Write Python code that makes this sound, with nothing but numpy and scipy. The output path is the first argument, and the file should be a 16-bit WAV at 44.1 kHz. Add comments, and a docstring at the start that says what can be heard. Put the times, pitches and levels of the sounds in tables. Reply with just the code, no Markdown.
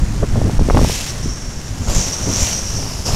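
"""Wind rumbles on the microphone first, over the steady hiss of skateboard wheels on asphalt.
Outdoors on a road, one moving microphone follows close behind a skateboarder carving downhill.
In each slide the wheels stick and slip: they scrape, rasp, sing near 6 kHz and shake the deck.
Between slides they whistle briefly; at the end the board skids on with a hollower hiss.
Eddies thump and crack at the microphone, and the strongest overload its input."""
import sys
import numpy as np
from scipy import signal
from scipy.fft import rfft, irfft
from scipy.io import wavfile

SR = 44100
rng = np.random.default_rng(int(sys.argv[2]) if len(sys.argv) > 2 else 0)


def wrap_up_sound(samples):
    """Save the sound to the file named by the first command line argument, as 16-bit audio."""
    columns = np.atleast_2d(samples).T
    # keep every value between -1 and 1, then stretch to whole-number steps
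    tamed = np.clip(columns, -1, 1)
    steps = np.round(tamed * 32767).astype(np.int16)
    wavfile.write(sys.argv[1], SR, steps)


N = 138915
T = np.arange(N) / SR
HZ = np.fft.rfftfreq(N, 1 / SR)
CHATTER_HZ = 163  # the wheels' stick-slip flutter reaches up to about this rate


def amp(db):
    """Decibels to gain."""
    return 10 ** (np.asarray(db) / 20)


def unit(x):
    """Scales to an rms of one."""
    return x / np.sqrt(np.mean(x ** 2) + 1e-20)


def curve(points):
    """Joins (time_s, value) points by straight lines."""
    return np.interp(T, *np.transpose(points))


def colour(x, spectrum):
    """Filters by a (frequency_hz, relative_db) outline and scales to an rms of one."""
    hz, db = np.transpose(spectrum)
    gain = amp(np.interp(np.log(HZ + 1), np.log(hz), db))
    return unit(irfft(rfft(x) * gain, N))


def wander(rate_hz):
    """Random motion up to a given rate."""
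    return unit(irfft(rfft(rng.standard_normal(N)) / (1 + (HZ / rate_hz) ** 4), N))


def flutter(rate_hz, depth_db):
    """A randomly fluttering gain of mean power one."""
    return unit(amp(depth_db * wander(rate_hz)))


def saturate(x, ceiling, knee):
    """Rounds off peaks below a ceiling; a higher knee makes a harder corner."""
    return x / (1 + abs(x / ceiling) ** knee) ** (1 / knee)


# Wind rumble, right on the microphone: frequency_hz, relative_db
WIND_SPECTRUM = [(10, -2), (25, -0.5), (43, 2.5), (65, -3.5), (110, -4), (180, -11.5), (300, -18),
                 (600, -42), (1500, -52), (4000, -79)]
# Its gusts and lulls: time_s, level_db
WIND_LEVEL = [(0, -15.5), (.18, -18.5), (.27, -23), (.34, -13.5), (.53, -14.5), (.68, -11.5), (.86, -16.5),
              (1.05, -31), (1.27, -18.5), (1.42, -28.5), (1.7, -23.5), (1.95, -15.5), (2.1, -29.5),
              (2.3, -18.5), (2.55, -29), (2.78, -21), (3.03, -27), (3.15, -14)]


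def wind():
    """Air rushing past the microphone breaks into lumpy low turbulence."""
    turbulence = rng.standard_normal(N) * flutter(rate_hz=25, depth_db=2)
    return colour(turbulence, WIND_SPECTRUM) * amp(curve(WIND_LEVEL))


def grit(slips_per_s=4000, spread_db=3.5, slip_share=0.42):
    """Tiny slips of urethane over stone chips, on a bed of finer friction noise."""
    size = amp(spread_db * np.minimum(rng.exponential(1, N), 5))
    slips = size * rng.choice([-1, 1], N) * (rng.random(N) < slips_per_s / SR)
    return np.sqrt(slip_share) * unit(slips) + np.sqrt(1 - slip_share) * rng.standard_normal(N)


# Wheels on asphalt, heard from close behind: frequency_hz, relative_db
ROLL_SPECTRUM = [(100, 10), (400, 2.5), (900, -2.5), (1600, -4), (2600, -9.5), (4000, -11.5), (5800, -8.5),
                 (7200, -11.5), (9000, -15), (12000, -24.5), (15400, -33)]
# Their nearly even hiss: time_s, level_db
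ROLL_LEVEL = [(0, -32), (.7, -30), (1.2, -31.5), (1.7, -34), (2.2, -31.5), (3.15, -33.5)]


def rolling():
    """The wheels hiss as they run over the grain of the road."""
    friction = grit() * flutter(CHATTER_HZ, depth_db=1)
    return colour(friction, ROLL_SPECTRUM) * amp(curve(ROLL_LEVEL))


# Large eddies hitting the microphone: centre_s, length_s, level_db, corner_hz
BUFFETS = [(0.024, 0.026, -14.5, 68), (0.235, 0.025, -11.5, 255), (0.373, 0.052, -15.5, 226),
           (0.465, 0.08, -15, 150), (0.626, 0.011, -6.5, 64.5), (0.747, 0.019, -3.5, 130),
           (.777, .035, -8, 268), (.825, 0.037, -9.5, 170), (1.968, 0.031, -10.5, 45),
           (2.293, 0.049, -19, 236), (2.427, 0.024, -12.5, 40)]


def buffets(low_hz=22, top_hz=2060, slope=2.16):
    """Each large eddy is a short low swirl of pressure."""
    out = np.zeros(N)
    band = HZ ** 2 / (HZ ** 2 + low_hz ** 2) / (1 + (HZ / top_hz) ** 4)
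    for centre_s, length_s, level_db, corner_hz in BUFFETS:
        rolloff = (1 + (HZ / corner_hz) ** 2) ** (slope / 2)
        swirl = irfft(rfft(rng.standard_normal(N)) * band / rolloff, N)
        swell = np.exp(-(2 * (T - centre_s) / length_s) ** 2)
        gain = amp(level_db) * np.sqrt(length_s * SR / N)  # level over the eddy's own length
        out += gain * unit(swirl * swell)
    return out


# Small fast eddies at the microphone port: centre_s, peak_db, pitch_hz
CRACKS = [(.231, -13, 395), (.358, -11.5, 480), (.417, -9, 383), (.497, -12.5, 470), (.594, -10.5, 467),
          (.613, -7, 234), (.688, -5.5, 328), (0.7, -5, 794), (.707, -4, 510), (.748, -5, 490),
          (0.772, 2, 670), (0.792, -7, 615), (0.815, -6, 360), (.848, -5.5, 470), (.898, -10.5, 490),
          (1.26, -12, 192)]


def cracks(wake_db=-13, wake_decay_s=0.0046):
    """A small eddy crosses the port: a sharp push and pull, then a turbulent wake."""
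    out = np.zeros(N)
    for centre_s, peak_db, pitch_hz in CRACKS:
        phase = 2 * np.pi * pitch_hz * (T - centre_s)
        jolt = rng.choice([-1, 1]) * phase * np.exp((1 - phase ** 2) / 2)
        onset = np.tanh(np.maximum(phase, 0))
        wake = wander(pitch_hz * 2) * onset * np.exp(-abs(T - centre_s) / wake_decay_s)
        out += amp(peak_db) * (jolt + amp(wake_db) * wake)
    return out


def surge(centre_s=0.587, length_s=0.011):
    """One push of air that pins the microphone's input for an instant."""
    return np.exp(-(2 * (T - centre_s) / length_s) ** 2)


# Wheels scraping sideways, just ahead of the microphone: frequency_hz, relative_db
SCRAPE_SPECTRUM = [(300, -25), (1250, -8.5), (1800, 0), (2800, 2.5), (4200, 0.5), (5600, 2.5), (7500, -2.5),
                   (9200, -5.5), (12500, -9.5), (14000, -18), (15700, -23)]
# The scrape swells with each slide: time_s, relative_db
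SCRAPE_LEVEL = [(0, -44), (.68, -38), (.78, -29), (.86, -24), (.94, -22.5), (1.02, -25.5), (1.1, -27.5),
                (1.14, -34.5), (1.4, -44), (1.865, -38), (1.9, -25), (1.98, -26.5), (2.1, -29),
                (2.28, -32.5), (2.35, -26.5), (2.43, -22), (2.5, -23.5), (2.62, -33.5), (2.8, -36.5),
                (3.054, -38), (3.062, -36), (3.15, -24)]
# Shrill rasp of the hardest slides: frequency_hz, relative_db
RASP_SPECTRUM = [(2500, -27), (4500, -9), (5500, -5.5), (6300, 1.5), (7400, 1), (8100, -17), (10000, -59)]
# Its flare-ups: time_s, level_db
RASP_LEVEL = [(0, -43), (.8, -55), (.95, -30), (1.1, -34.5), (1.17, -43.5), (1.8, -42.5), (1.93, -24),
              (2.02, -23.5), (2.14, -38), (2.3, -35), (2.36, -29), (2.42, -21.5), (2.53, -34), (2.63, -38),
              (3.05, -38), (3.065, -26), (3.15, -35)]
# Low judder of deck and trucks: frequency_hz, relative_db
JUDDER_SPECTRUM = [(60, 3), (160, 10), (320, -1.5), (560, 1), (900, -3), (1400, -8.5), (2200, -23),
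                   (4000, -42)]
# How hard they shake: time_s, level_db
JUDDER_LEVEL = [(0, -49), (.85, -31), (1.1, -37.5), (1.4, -50), (1.855, -34.5), (1.882, -22.5), (2.1, -30),
                (2.32, -28), (2.45, -25), (2.68, -36.5), (2.82, -30), (3.05, -36), (3.065, -21.5),
                (3.15, -23.5)]


def sliding(scrape_trim_db=-2.5):
    """One stick-slip chatter drives the scrape, the shrill rasp and the judder of the deck."""
    chatter = flutter(CHATTER_HZ, depth_db=1.58)
    scrape = colour(grit() * chatter, SCRAPE_SPECTRUM) * amp(curve(SCRAPE_LEVEL) + scrape_trim_db)
    rasp = colour(grit() * chatter, RASP_SPECTRUM) * amp(curve(RASP_LEVEL))
    judder = colour(grit() * chatter, JUDDER_SPECTRUM) * amp(curve(JUDDER_LEVEL))
    return scrape + rasp + judder


def resonate(x, hz, width_hz):
    """A steep resonance that follows a pitch curve."""
    carrier = np.exp(2j * np.pi * np.cumsum(hz) / SR)
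    pole = np.exp(-np.pi * width_hz / SR)
    baseband = signal.lfilter([1], np.convolve([1, -pole], [1, -pole]), x / carrier)
    return unit((carrier * baseband).real)


# The wheels' resonances before drift, main one first: pitch_hz, width_hz, relative_db
WHEEL_MODES = [(5590, 360, 0), (5980, 620, -1.5), (6480, 570, -10), (4680, 1700, -15.5), (8250, 310, -14.5)]
# Drift of the main resonance: time_s, pitch_hz
SING_PITCH = [(0, 5600), (1.3, 5515), (1.8, 5640), (2.05, 5680), (2.28, 5640), (2.5, 5690), (2.8, 5580),
              (3.15, 5270)]
# The ring rising into the first slide: time_s, relative_db
SING_CARVE = [(0.0, -55), (0.022, -51), (0.658, -39.5), (0.93, -28.5), (1.05, -42)]
# A chirp as the wheels catch, then a whistle: time_s, relative_db
SING_GRIP = [(1.07, -38), (1.098, -24), (1.135, -39), (1.2, -38), (1.25, -29), (1.41, -33), (1.55, -37.5),
             (1.79, -45)]
# The ring through the long slide: time_s, relative_db
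SING_SLIDE = [(1.82, -46), (2.016, -23), (2.112, -26.5), (2.134, -21), (2.196, -29), (2.43, -18.5),
              (2.438, -22), (2.582, -21), (2.608, -29), (2.764, -24.5), (3.042, -40), (3.056, -29.5),
              (3.15, -24.5)]


def singing(waver_hz=30.5, whistle_db=-3.5, grip_ring_db=-2, trim_db=-3.5):
    """Friction rings the wheels: a thin whistle at the edge of grip, broader in a slide."""
    friction = grit() * flutter(CHATTER_HZ, depth_db=2) * flutter(waver_hz, depth_db=0.8)
    main_hz = WHEEL_MODES[0][0]
    drift = curve(SING_PITCH) / main_hz * (1 + 0.005 * wander(waver_hz))
    ring = np.zeros(N)
    for pitch_hz, width_hz, relative_db in WHEEL_MODES:
        drive = friction * rng.choice([-1, 1], N)  # random signs keep the modes independent
        ring += amp(relative_db) * resonate(drive, pitch_hz * drift, width_hz)
    thin_ring = whistle(main_hz * drift) * amp(whistle_db) + ring * amp(grip_ring_db)
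    gripping = (T > 1.3) & (T < 1.5)  # the wheels hold the road between two slides
    level_db = curve([*SING_CARVE, *SING_GRIP, *SING_SLIDE]) + trim_db
    return np.where(gripping, thin_ring, ring) * amp(level_db)


def whistle(pitch_hz):
    """The thin, unsteady squeal of a wheel that still grips."""
    jitter = 1 + 0.009 * wander(CHATTER_HZ)
    phase = 2 * np.pi * np.cumsum(pitch_hz * jitter) / SR
    return unit(np.sin(phase) * flutter(CHATTER_HZ, depth_db=2.5))


# Hollow skid of the run-out down the road: frequency_hz, relative_db
SKID_SPECTRUM = [(2010, -22), (2680, -7.5), (3400, -13), (4000, -15.5), (5030, 1.5), (6000, -3),
                 (7300, -18), (7950, -26), (8400, -7), (7950, -19), (8260, -7.5), (9100, -22),
                 (10400, -10.5), (11300, -17), (12500, -21), (13200, -16), (14000, -28), (15500, -34)]
# Its slow rise and last bite: time_s, level_db
SKID_LEVEL = [(0, -74), (1.9, -44), (2.6, -36.5), (2.9, -33.5), (3.054, -35), (3.06, -23), (3.15, -36)]


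def skidding():
    """The board skids on with a hollower hiss and bites again at the end."""
    friction = grit() * flutter(CHATTER_HZ, depth_db=1.58)
    return colour(friction, SKID_SPECTRUM) * amp(curve(SKID_LEVEL))


def scene():
    """Wind and board at one close microphone; airspeed bounds the pressure of the swirls."""
    swirls = saturate(wind() + buffets(), ceiling=0.62, knee=4)
    air = swirls + cracks() + surge()
    board = rolling() + sliding() + singing() + skidding()
    return (air + board)[None]


def record(dry, cutoff_hz=15750):
    """The microphone's input overloads on the strongest eddies; a low-pass cuts the top treble."""
    clipped = saturate(dry, ceiling=0.65, knee=10)
    lowpass = signal.firwin(511, cutoff_hz, window=("kaiser", 9), fs=SR)
    return signal.oaconvolve(clipped, lowpass[None], "same")


dry = scene()
out = record(dry)
wrap_up_sound(out)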